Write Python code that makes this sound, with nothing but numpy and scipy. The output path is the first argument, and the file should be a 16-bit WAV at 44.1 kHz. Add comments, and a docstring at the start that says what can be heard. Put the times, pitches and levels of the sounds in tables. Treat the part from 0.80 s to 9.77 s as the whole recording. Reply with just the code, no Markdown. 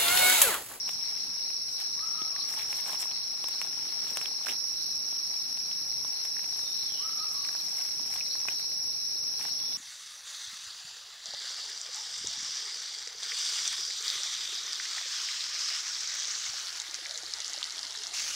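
"""Cicadas and footsteps in a bamboo forest

A cicada chorus and a lower throbbing insect drone: noise shaped by steep resonances, with moving loudness.
Someone creeps through leaf litter: bursts of noise, tiny clicks, ringing snaps and dull low bumps.
Two distant birds whistle and faint hums come and go: gliding or wavering tones, over a bed of air noise.
The level dips briefly; then the chorus has another tone and balance, and katydids tick high above it."""
import sys
import numpy as np
from scipy import signal
from scipy.fft import rfft, irfft
from scipy.io import wavfile
from scipy.ndimage import uniform_filter1d

SR = 44100
rng = np.random.default_rng(int(sys.argv[2]) if len(sys.argv) > 2 else 0)


def to_wav(s):
    """Save 16-bit WAV."""
    ch = np.atleast_2d(s).T  # columns
    pcm = np.round(np.clip(ch, -1, 1) * 32767)  # PCM
    wavfile.write(sys.argv[1], SR, pcm.astype(np.int16))


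N = 395577  # length in samples


def gain_of(db):
    """Turn decibels into an amplitude factor."""
    return 10 ** (np.asarray(db) / 20)


def evened(x):
    """Scale a signal to an rms (average strength) of 1."""
    return x / np.sqrt(np.mean(x ** 2) + 1e-20)


def times():
    """Time of every sample, in seconds."""
    return np.arange(N) / SR


def over_time(rows):
    """Draw straight lines between the rows of a table, giving each column at every sample."""
    s, *columns = np.transpose(rows)
    return [np.interp(times(), s, column) for column in columns]


def read(points, hz):
    """Read a curve over pitch, with the pitch axis stretched logarithmically as we hear it."""
    f, value = np.transpose(points)
    return np.interp(np.log(hz + 1), np.log(f + 1), value)


def ringing(modes, hz):
    """Gain of steep resonances whose powers add."""
    power = 0
    for f, width, db in modes:
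        power = power + gain_of(2 * db) / (1 + (2 * (hz - f) / width) ** 2) ** 2
    return np.sqrt(power)


def sides(pan_db):
    """Left and right gains for a given left-minus-right difference."""
    return gain_of([pan_db / 2, -pan_db / 2])


def add(mix, s, sound):
    """Add a sound at time s, cutting off whatever runs past the end."""
    part = mix[:, round(s * SR):][:, :sound.shape[1]]
    part += sound[:, :part.shape[1]]


# how alike the left and right noise are: pitch_hz, likeness (1 = the same, 0 = unrelated)
LIKENESS = [(60, 0.58), (180, 0.73), (550, 0.49), (1650, -0.1), (4970, -0.021), (15000, -0.0024)]


def noise(gain, patchy_db, size=1024):
    """Random short-time spectra of rms 1 with drifting patches; the bass is the most alike in both channels."""
    frames, hz = 4 * N // size + 5, np.fft.rfftfreq(size, 1 / SR)
    a, b, c, d, patches = rng.standard_normal((frames, len(hz), 5)).T
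    patches = uniform_filter1d(patches, size=10, axis=0)  # smooth over pitch
    patches = evened(uniform_filter1d(patches, size=8, axis=1))  # smooth over time
    same = np.clip(read(LIKENESS, hz), -1, 1)[:, None]
    left = a + 1j * b
    right = same * left + np.sqrt(1 - same ** 2) * (c + 1j * d)
    spectra = np.array([left, right]) * (gain(hz)[:, None] * gain_of(patchy_db * patches))
    return evened(signal.istft(spectra, nperseg=size, noverlap=3 * size // 4)[1][:, :N])


def forest(x, t60, wet_db):
    """Scattering adds a diffuse tail, different in each channel, that fades by 60 dB in t60 seconds."""
    t = np.arange(SR // 2) / SR
    tail = rng.standard_normal((2, len(t))) * gain_of(-60 * t / t60)
    tail = tail / np.linalg.norm(tail[0])
    return x + gain_of(wet_db) * signal.fftconvolve(x, tail, axes=1)[:, :N]


# colour of still air, far leaves and microphone hiss: pitch_hz, relative_level_db (per Hz)
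AIR_COLOUR = [(25, -18), (60, -1.5), (110, 4.5), (250, 4), (350, 3), (500, 0), (1200, 0.5), (2000, -1.5),
              (2550, 1), (3200, -9.5), (6800, -22), (7700, -2.5), (9700, -9.5), (12500, -4), (15800, -34)]
AIR_DB = -54.5


def still_air():
    """A steady bed of coloured noise with soft drifting patches."""
    return gain_of(AIR_DB) * noise(lambda hz: gain_of(read(AIR_COLOUR, hz)), patchy_db=2.2, size=2048)


# faint low hums: start_s, length_s, pitch_hz, level_db
HUM_NOTES = [(1.5, 2.15, 352, -69), (7.5, 1.45, 131, -69), (8.3, .67, 336, -69)]


def hums():
    """Thin wavering tones with slow soft ends."""
    out = np.zeros((2, N))
    for s, length, hz, db in HUM_NOTES:
        drift = evened(uniform_filter1d(rng.standard_normal(3 * SR), size=8000))
        drift = drift[:round(length * SR)]
        tone = np.sin(2 * np.pi * np.cumsum(hz * (1 + .008 * drift)) / SR)
        tone = tone * signal.windows.tukey(len(drift), .3)
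        add(out, s, np.tile(gain_of(db) * tone, (2, 1)))
    return out


GLIDE_BEND = 1.7  # above 1, a glide starts fast and levels off
LOUDEST_AT, START_DB, END_DB = .5, -4, -7  # share of the note where it peaks; level at its two ends
ECHO_S = .072


def birds(notes, pan_db, waver, echo_db, t60, wet_db):
    """Slightly unsteady gliding whistles with soft ends, an echo and the scatter of the trees."""
    out = np.zeros((2, N))
    for s, length, from_hz, to_hz, db in notes:
        u = np.linspace(0, 1, round(length * SR))  # progress through the note
        glide = to_hz + (from_hz - to_hz) * (1 - u) ** GLIDE_BEND
        wobble = evened(uniform_filter1d(rng.standard_normal(SR // 4), size=400))[:len(u)]
        pitch = glide * (1 + waver * wobble)
        tone = np.sin(2 * np.pi * np.cumsum(pitch) / SR) * signal.windows.tukey(len(u), .3)
        swell_db = np.interp(u, (0, LOUDEST_AT, 1), (START_DB, 0, END_DB))
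        add(out, s, sides(pan_db)[:, None] * gain_of(db + swell_db) * tone)
    # a slope of the valley throws each note back once, with left and right swapped
    late = np.pad(out[::-1], ((0, 0), (round(ECHO_S * SR), 0)))[:, :N]
    return forest(out + gain_of(echo_db) * late, t60, wet_db)


# the low bird's phrase of three rising notes: delay_s, length_s, from_hz, to_hz, relative_level_db
PHRASE_NOTES = [(0, .15, 1030, 1395, -.5), (.18, .085, 1180, 1285, 2.5), (.35, .075, 1060, 1180, -1.5)]
# when the low bird sings it: start_s, level_db
PHRASE_STARTS = [(1.16, -50), (6.18, -49.5), (8.94, -50)]


def low_bird():
    """One short phrase of rising whistles, repeated from far off."""
    notes = []
    for s, level_db in PHRASE_STARTS:
        for delay, length, from_hz, to_hz, db in PHRASE_NOTES:
            if s + delay < N / SR:
                notes.append((s + delay, length, from_hz, to_hz, level_db + db))
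    return birds(notes, 1.5, waver=.008, echo_db=-8, t60=.9, wet_db=4)


# the high bird: start_s, length_s, from_hz, to_hz, level_db
HIGH_NOTES = [(5.79, .05, 4150, 3700, -55), (5.848, .05, 3635, 3655, -50.5), (5.94, .03, 4150, 4130, -49),
              (5.995, .04, 4150, 4120, -47), (6.0, .225, 4000, 2810, -54), (8.735, 0.054, 3380, 3360, -57),
              (8.785, 0.036, 3700, 3400, -54), (8.84, 0.066, 3800, 3450, -55),
              (8.91, 0.065, 3750, 3350, -54)]


def high_bird():
    """Brief high whistles, heard mostly through the scatter of the trees."""
    return birds(HIGH_NOTES, 1.5, waver=.016, echo_db=-10, t60=.65, wet_db=9)


# wing strokes of two katydids: from_hz, to_hz, length_s, strokes_per_s, first_stroke_s
KATYDID_STROKES = [(11870, 11830, .018, 22.04, 3.668), (11600, 11340, .032, 22.23, 3.69)]
# their loudness, in the same order: level_db, left_minus_right_db
KATYDID_LEVELS = [(-58.5, -8), (-53, .1)]


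def katydids():
    """Each wing stroke is a short falling tone, uneven in strength and timing."""
    out = np.zeros((2, N))
    for (from_hz, to_hz, length, rate, first), (db, pan_db) in zip(KATYDID_STROKES, KATYDID_LEVELS):
        hz = np.linspace(from_hz, to_hz, round(length * SR))
        stroke = np.sin(2 * np.pi * np.cumsum(hz) / SR) * np.hanning(len(hz))
        starts = np.arange(first, N / SR, 1 / rate)
        for s, (late, loud) in zip(starts, rng.standard_normal((200, 2))):
            gains = gain_of(db + 1.5 * loud) * sides(pan_db)[:, None]
            add(out, s + .002 * late, gains * stroke)
    return forest(out, t60=.12, wet_db=-3)


# dull bumps of a foot on the ground: start_s, level_db, rise_s
FOOT_THUDS = [(1.417, -45, 0.0023), (2.13, -53, 0.0054), (3.313, -50, 0.005), (3.371, -52, 0.0041),
              (3.41, -53, 0.0026), (3.675, -51.5, 0.016), (7.682, -49, 0.0049), (8.649, -65, 0.0049)]
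# range of pitch in a bump: lowest_hz, highest_hz
THUD_BAND = (139, 563)


def thuds():
    """Short puffs of low noise, alike in both channels."""
    out, t = np.zeros((2, N)), np.arange(4000) / SR
    low = signal.butter(2, THUD_BAND, "band", fs=SR)
    for (s, db, rise), grit in zip(FOOT_THUDS, rng.standard_normal((len(FOOT_THUDS), len(t)))):
        puff = evened(signal.lfilter(*low, grit)) * t / rise * np.exp(1 - t / rise)
        add(out, s, gain_of(db) * np.tile(puff, (2, 1)))
    return out


def thin(x):
    """Small breaking things radiate little bass."""
    return signal.lfilter(*signal.butter(2, 320, "high", fs=SR), x)


def random_hits(per_s, spread_db):
    """Hits at random moments, a few much stronger than the rest."""
    size = gain_of(spread_db * np.minimum(rng.exponential(1, N), 4))
    return size * (rng.random(N) < per_s / SR)


def crackle(spectrum, per_s, spread_db, grain_s):
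    """Noise of one colour, let through in short random bursts of very unequal size."""
    size = random_hits(per_s, spread_db)
    fade = np.exp(-np.arange(2000) / (grain_s * SR))
    power = signal.oaconvolve(size ** 2, fade)[:N]
    grains = noise(lambda hz: gain_of(read(spectrum, hz)), patchy_db=2.0, size=256)
    return evened(np.sqrt(abs(power)) * grains)


def litter(per_s, spread_db):
    """Tiny breaking stems: sharp clicks in 16 kinds, each with its own pitch, ring and side."""
    size = random_hits(per_s, spread_db)
    kind, t, out = rng.integers(0, 16, N), np.arange(400) / SR, np.zeros((2, N))
    pitches = np.geomspace(650, 4200, num=16)
    for k, (hz, (ring, side)) in enumerate(zip(pitches, rng.random((16, 2)))):
        click = np.sin(2 * np.pi * hz * t) * np.exp(-t * hz / (.5 + 1.56 * ring))
        clicks = signal.oaconvolve(size * (kind == k), click / np.linalg.norm(click))[:N]
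        out += sides(12 * (side - .5))[:, None] * clicks
    return evened(forest(thin(out), t60=0.036, wet_db=-4))


# steps and brushes through the leaves: start_s, hold_s, hiss_level_db, crunch_level_db
LEAF_BRUSHES = [(0.091, 0.03, -48, -51.5), (0.917, .03, -51.5, -61), (0.99, 0.04, -53, -49),
                (1.247, 0.21, -71, -58), (1.69, 0.064, -46.5, -50), (1.786, 0.035, -48, -45),
                (1.91, 0.11, -48.5, -51), (2.064, 0.085, -45.5, -46), (2.2, 0.034, -42, -45.5),
                (2.656, 0.12, -60, -54), (2.823, 0.024, -52, -47.5), (3.25, 0.23, -51.5, -50),
                (3.657, 0.064, -49, -43.5), (4.023, .03, -54, -74.5), (5.417, .03, -66, -57),
                (5.686, 0.38, -56.5, -65), (6.53, 0.017, -49, -69), (6.657, 0.37, -55.5, -57),
                (6.968, 0.099, -52, -53.5), (7.314, 0.069, -48.5, -50.5), (7.686, 0.034, -53, -48.5),
                (7.79, .02, -54, -59), (8.594, 0.09, -49, -48.5)]
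# quiet stirring between the brushes: time_s, hiss_level_db, crunch_level_db
QUIET_STIR = [(0, -64, -59), (.3, -60, -51), (.85, -76, -61), (1.5, -76, -55), (1.88, -54, -50),
              (2.3, -68, -52), (2.55, -65, -56), (3.1, -58, -50), (3.8, -66, -58), (4.3, -73, -55.5),
              (5.2, -63, -57), (6.3, -62, -54), (7.5, -57.5, -54.5), (8.2, -70, -59.5), (8.97, -66, -53)]
RISE_S, FALL_S = 0.017, 0.022  # time for a brush to grow or fade by a factor of e (about 2.7)


def movement():
    """Gains of hiss and crunch: each brush rises, holds and dies away over the quiet stirring."""
    t = np.arange(0, N, 64) / SR  # a coarse clock is enough
    brushes = 0
    for s, hold, hiss_db, crunch_db in LEAF_BRUSHES:
        edge = np.minimum((t - s) / RISE_S, (s + hold - t) / FALL_S)
        shape = np.exp(2 * np.minimum(0, edge))  # doubled, since powers add
        brushes = brushes + gain_of([[2 * hiss_db], [2 * crunch_db]]) * shape
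    gains = []
    for power, stir_db in zip(brushes, over_time(QUIET_STIR)):
        gains.append(np.sqrt(np.interp(times(), t, power) + gain_of(2 * stir_db)))
    return gains


# colour of dry leaves hissing: pitch_hz, relative_level_db (per Hz)
HISS_COLOUR = [(2500, -42), (4000, -31), (7000, 5.5), (10000, 3.5), (12500, 6), (14000, -1.5), (15800, -27)]
# colour of the crunch underfoot: pitch_hz, relative_level_db (per Hz)
CRUNCH_COLOUR = [(60, -40), (150, -15), (300, -10.5), (900, 0), (1600, 3), (2500, 5.5), (4000, 8.5),
                 (6000, -5.5)]


def rustle():
    """Leaves hiss against cloth and crunch underfoot."""
    hiss_gain, crunch_gain = movement()
    hiss = crackle(HISS_COLOUR, per_s=1000, spread_db=3.8, grain_s=0.002)
    crunch = crackle(CRUNCH_COLOUR, per_s=440, spread_db=0.5, grain_s=0.0076)
    crunch = crunch + gain_of(-4.5) * litter(per_s=900, spread_db=3.5)
    return hiss_gain * hiss + crunch_gain * crunch


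# twigs and dry leaves snapping, levels before shaping:
# start_s, body_level_db, body_pitch_hz, knock_level_db, crack_level_db, body_left_minus_right_db
TWIG_SNAPS = [(0.08, -33, 2820, -41, -41, -5), (0.092, -25.5, 2750, -58, -22, -2),
              (.703, -36, 2730, -61, -41, -6), (.888, -49, 3000, -58, -37, 0),
              (1.0015, -41, 3670, -61, -33, -7), (1.193, -36.5, 1970, -60, -45, -2),
              (1.419, -28.5, 3490, -40, -40, -13), (1.563, -29, 1900, -58, -37, -2),
              (1.39, -36, 3126, -56, -45, -1.5), (1.704, -41, 2370, -54, -36, .5),
              (1.739, -31, 1950, -60, -31, 0), (1.795, -27.5, 2400, -55, -33, -4),
              (1.82, -33, 2500, -50, -44, -4), (1.929, -23.5, 2530, -38, -28, 1),
              (1.977, -45, 3320, -44, -38, -2), (1.9912, -39, 1750, -41, -27, -1.5),
              (2.063, -45, 2000, -37, -36, 0), (2.099, -45, 2000, -34, -34, 0),
              (2.132, -26, 3630, -32, -29, 0), (2.145, -45, 2000, -31.5, -36, 0),
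              (2.2044, -25, 7600, -55, -46, 4), (2.2058, -19.5, 8100, -50, -39, 4),
              (2.229, -31, 2470, -38, -37, -3), (2.255, -51, 2340, -33.5, -42, 2),
              (2.3135, -32.5, 3260, -37, -42, -14), (2.642, -26.5, 3770, -30.5, -25, -11),
              (2.6855, -41, 2820, -37, -18.5, -5), (2.816, -24, 2450, -43, -23, -7),
              (2.975, -35, 3380, -41, -46, -3.5), (3.357, -46, 3000, -55, -38, -3),
              (3.372, -19.5, 3200, -37, -14, -11), (3.414, -25.5, 2740, -53, -28, -9),
              (3.458, -25.5, 3270, -62, -40, -17), (3.613, -47, 3150, -37.5, -42, 1),
              (3.662, -31, 2580, -46, -36, 0), (3.669, -22.5, 1550, -55, -32, 1),
              (3.6859, -20, 2680, -56, -20, 6), (3.693, -26, 2640, -53, -26, -5),
              (3.6986, -20.5, 3070, -56, -30, 8), (3.71, -33, 2500, -53, -42, 0),
              (3.72, -31, 2800, -52, -34, 0), (4.327, -35, 3390, -39, -40, 7),
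              (4.774, -33, 3350, -43, -31, -1.5), (4.914, -28.5, 3150, -51, -38, 0),
              (5.248, -31, 3690, -33.5, -46, .5), (5.289, -38, 3000, -46, -34, 2),
              (5.329, -37, 2500, -51, -37, 3), (5.452, -41, 3610, -41, -22, 2),
              (5.567, -33, 1840, -58, -51, 1), (5.593, -34, 1870, -47, -46, -5),
              (5.643, -32, 2530, -60, -37, -1.5), (5.739, -49, 3000, -58, -41, 1),
              (5.793, -37, 1730, -50, -31, -.5), (6.444, -41, 2700, -58, -45, 2),
              (6.521, -48, 3000, -58, -41, -4), (6.649, -32, 2420, -46, -44, -3),
              (6.69, -32.5, 1730, -49, -39, -1.5), (6.751, -35, 1530, -37, -39, -.5),
              (6.967, -44, 3030, -42, -38, 2), (7.197, -35, 3700, -37, -44, 12),
              (7.34, -31.5, 2320, -61, -25, -5), (7.362, -29, 3440, -54, -49, -.5),
              (7.3977, -35, 2800, -56, -32, 0), (7.409, -28.5, 2530, -65, -61, -7),
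              (7.554, -35, 1740, -38.5, -40, 1), (7.602, -36, 3670, -58, -41, -1),
              (7.654, -54, 1840, -34, -44, -5), (7.685, -23, 2480, -51, -27, -12),
              (7.687, -26, 2550, -54, -45, -16), (7.797, -33.5, 2620, -62, -30, -3),
              (7.842, -50, 1740, -43, -47, 3), (8.5985, -45, 3000, -58, -34, 2),
              (8.613, -30.5, 2440, -49, -37, -3.5), (8.652, -31, 1730, -35, -42, -.5),
              (8.922, -34, 3550, -53, -52, -5)]
# a hard crack damps the body: crack_minus_body_db, ring_cycles
RING_LENGTHS = [(-26, 5), (-18, 2.4), (-8, 1.5), (4, 1.1)]
CRACK_PAN = 0.26  # share of the body's side that the crack keeps


def snaps():
    """Each snap is a few cycles of the twig's body, a dull knock on the ground and a sharp bright crack."""
    out, t = np.zeros((2, N)), np.arange(800) / SR
    bright = signal.butter(1, (1200, 11500), "band", fs=SR)
    knock = np.sin(2 * np.pi * 1020 * t) * np.exp(-t / .0011)
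    crack_fade = .75 * np.exp(-t / .0003) + .14 * np.exp(-t / .0025)
    for row, grit in zip(TWIG_SNAPS, rng.standard_normal((len(TWIG_SNAPS), 2, len(t)))):
        s, db, hz, knock_db, crack_db, pan_db = row
        cycles = np.interp(crack_db - db, *np.transpose(RING_LENGTHS))
        rise = 1 - np.exp(-t * hz / (0.03 * cycles ** 2))
        body = np.sin(2 * np.pi * hz * t) * rise * np.exp(-t * hz / cycles)
        body = gain_of(db) * body * (1 + 0.16 * grit)  # roughened
        burst = (grit + 1.7 * (t == 0)) * crack_fade  # noise with a click at the start
        crack = gain_of(crack_db) * signal.lfilter(*bright, burst)
        snap = sides(pan_db)[:, None] * body + gain_of(knock_db) * knock
        add(out, s, snap + sides(CRACK_PAN * pan_db)[:, None] * crack)
    return forest(thin(out), t60=0.04, wet_db=-7.5)


# resonances of the lower insect: pitch_hz, width_hz, relative_level_db
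THROB_MODES = [(4017, 310, 1), (4287, 400, 5), (4560, 250, 1.5), (4930, 360, -5.5)]
# buzzes of the near singers, before NEAR_DB is added: middle_s, level_db
NEAR_BUZZES = [(.09, -43), (.27, -43), (.44, -44), (.67, -44.5), (.81, -43.5), (1.0, -42.5), (1.2, -43),
               (1.38, -50), (1.62, -39.5), (1.97, -48), (2.37, -41), (2.73, -40.5), (3.12, -42),
               (3.48, -43.5), (4.03, -41), (4.52, -41.5), (4.92, -43.5), (5.38, -44), (5.8, -52),
               (6.02, -58), (6.42, -49), (6.67, -42.5), (6.83, -47), (7.12, -49), (7.52, -41),
               (7.83, -41.5), (8.32, -44), (8.7, -40.5), (8.92, -46)]
# loudness of the far singers: time_s, level_db
FAR_SINGERS = [(0, -49), (3.64, -47), (3.67, -47.5), (5.5, -47), (8.97, -47)]
BUZZ_S, NEAR_DB = .04, -1.5  # half width of a buzz (to 1/e of its power); loss on the way from the near singers
FLUTTER_DB, FLUTTER_S = 1.8, .011  # rms depth and half smoothing time of the irregular flutter


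def throbber():
    """A broader, lower buzz: near singers swell a few times a second over far ones, all fluttering."""
    t = np.arange(0, N, 64) / SR
    near = 0
    for s, db in NEAR_BUZZES:
        near = near + gain_of(2 * (db + NEAR_DB)) * np.exp(-abs((t - s) / BUZZ_S) ** 1.4)
    power = gain_of(2 * over_time(FAR_SINGERS)[0]) + np.interp(times(), t, near)
    smooth = np.hanning(round(2 * FLUTTER_S * SR))
    flutter = evened(signal.oaconvolve(rng.standard_normal(N), smooth, "same"))
    buzz = noise(lambda hz: ringing(THROB_MODES, hz), patchy_db=1.4)
    return np.sqrt(power) * gain_of(FLUTTER_DB * flutter) * buzz


# drum membranes and their overtones: pitch_hz, width_hz, level_before_dip_db, level_after_dip_db (relative)
CICADA_MODES = [(5170, 280, -9, -9.5), (5384, 242, 3, 1.5), (5513, 98, 0, 0), (5645, 140, 2, 1),
                (5739, 84, 0.5, -1), (5854, 65, -8.5, -4), (5905, 45, -14, -8.5), (5965, 45, -11, -30),
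                (6080, 60, -16.5, -15.5), (6090, 260, -23, -22), (6280, 55, -24, -21), (6350, 45, -23, -21),
                (6420, 120, -28, -27), (10790, 440, -24, -24), (10840, 63, -23, -22.5),
                (11280, 260, -21.5, -23.5)]
# loudness and side of the chorus: time_s, level_db, left_minus_right_db
CHORUS_LEVEL = [(0, -33.5, 2), (1.5, -33, 1.5), (2.5, -33.5, 2), (3.64, -33.5, 2.5), (3.67, -32.5, -2.5),
                (5, -33, 0.5), (7, -32.5, 0.5), (8.97, -32.5, -0.2)]
# the brief dip in level: middle_s, half_length_s, lowest_gain
LEVEL_DIP = (3.6555, .0045, .06)
PULSE_PER_S, PULSE_DB, PULSE_DRIFT = 22.1, .8, .012  # pulse rate, depth, and rms drift as a share of the rate


def cicadas():
    """So many drum clicks overlap that they merge into noise in the membrane resonances, gently pulsing."""
    level_db, pan_db = over_time(CHORUS_LEVEL)
    before_modes = [(f, width, before_db) for f, width, before_db, _ in CICADA_MODES]
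    after_modes = [(f, width, after_db) for f, width, _, after_db in CICADA_MODES]
    before = noise(lambda hz: ringing(before_modes, hz), patchy_db=0.38, size=2048)
    after = noise(lambda hz: ringing(after_modes, hz), patchy_db=0.38, size=2048)
    # the nearest singers pulse together, with a tempo that drifts separately in each channel
    drift = evened(uniform_filter1d(rng.standard_normal((2, N)), size=20000))
    rate = PULSE_PER_S * (1 + PULSE_DRIFT * drift)
    pulse = np.sin(2 * np.pi * np.cumsum(rate, axis=1) / SR)
    drone = np.where(times() < LEVEL_DIP[0], before, after)
    return gain_of(level_db + PULSE_DB * pulse) * sides(pan_db) * drone


def scene():
    """Add all the sounds together, from the background to the chorus."""
    background = still_air() + hums() + low_bird() + high_bird() + katydids()
    walker = thuds() + rustle() + snaps()
    return background + walker + throbber() + cicadas()


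# difference in colour between the channels: pitch_hz, left_minus_right_db
CHANNEL_COLOUR = [(300, .5), (1200, 1), (1900, -1.5), (2550, -4), (3400, 0), (4200, -0.5), (15000, 0.7)]
EDGE_HZ = 15740  # upper limit of the sound


def record(dry):
    """Dip the level briefly, colour left and right unequally and remove the highest treble."""
    s, half, lowest = LEVEL_DIP
    dipped = dry * np.clip(abs(times() - s) / half, lowest, 1)
    balance = sides(read(CHANNEL_COLOUR, np.fft.rfftfreq(N, 1 / SR)))
    coloured = irfft(rfft(dipped) * balance, N)
    low_pass = signal.firwin(1023, EDGE_HZ, window=("kaiser", 9), fs=SR)
    return signal.oaconvolve(coloured, low_pass[None], "same")


dry = scene()
out = record(dry)
to_wav(out)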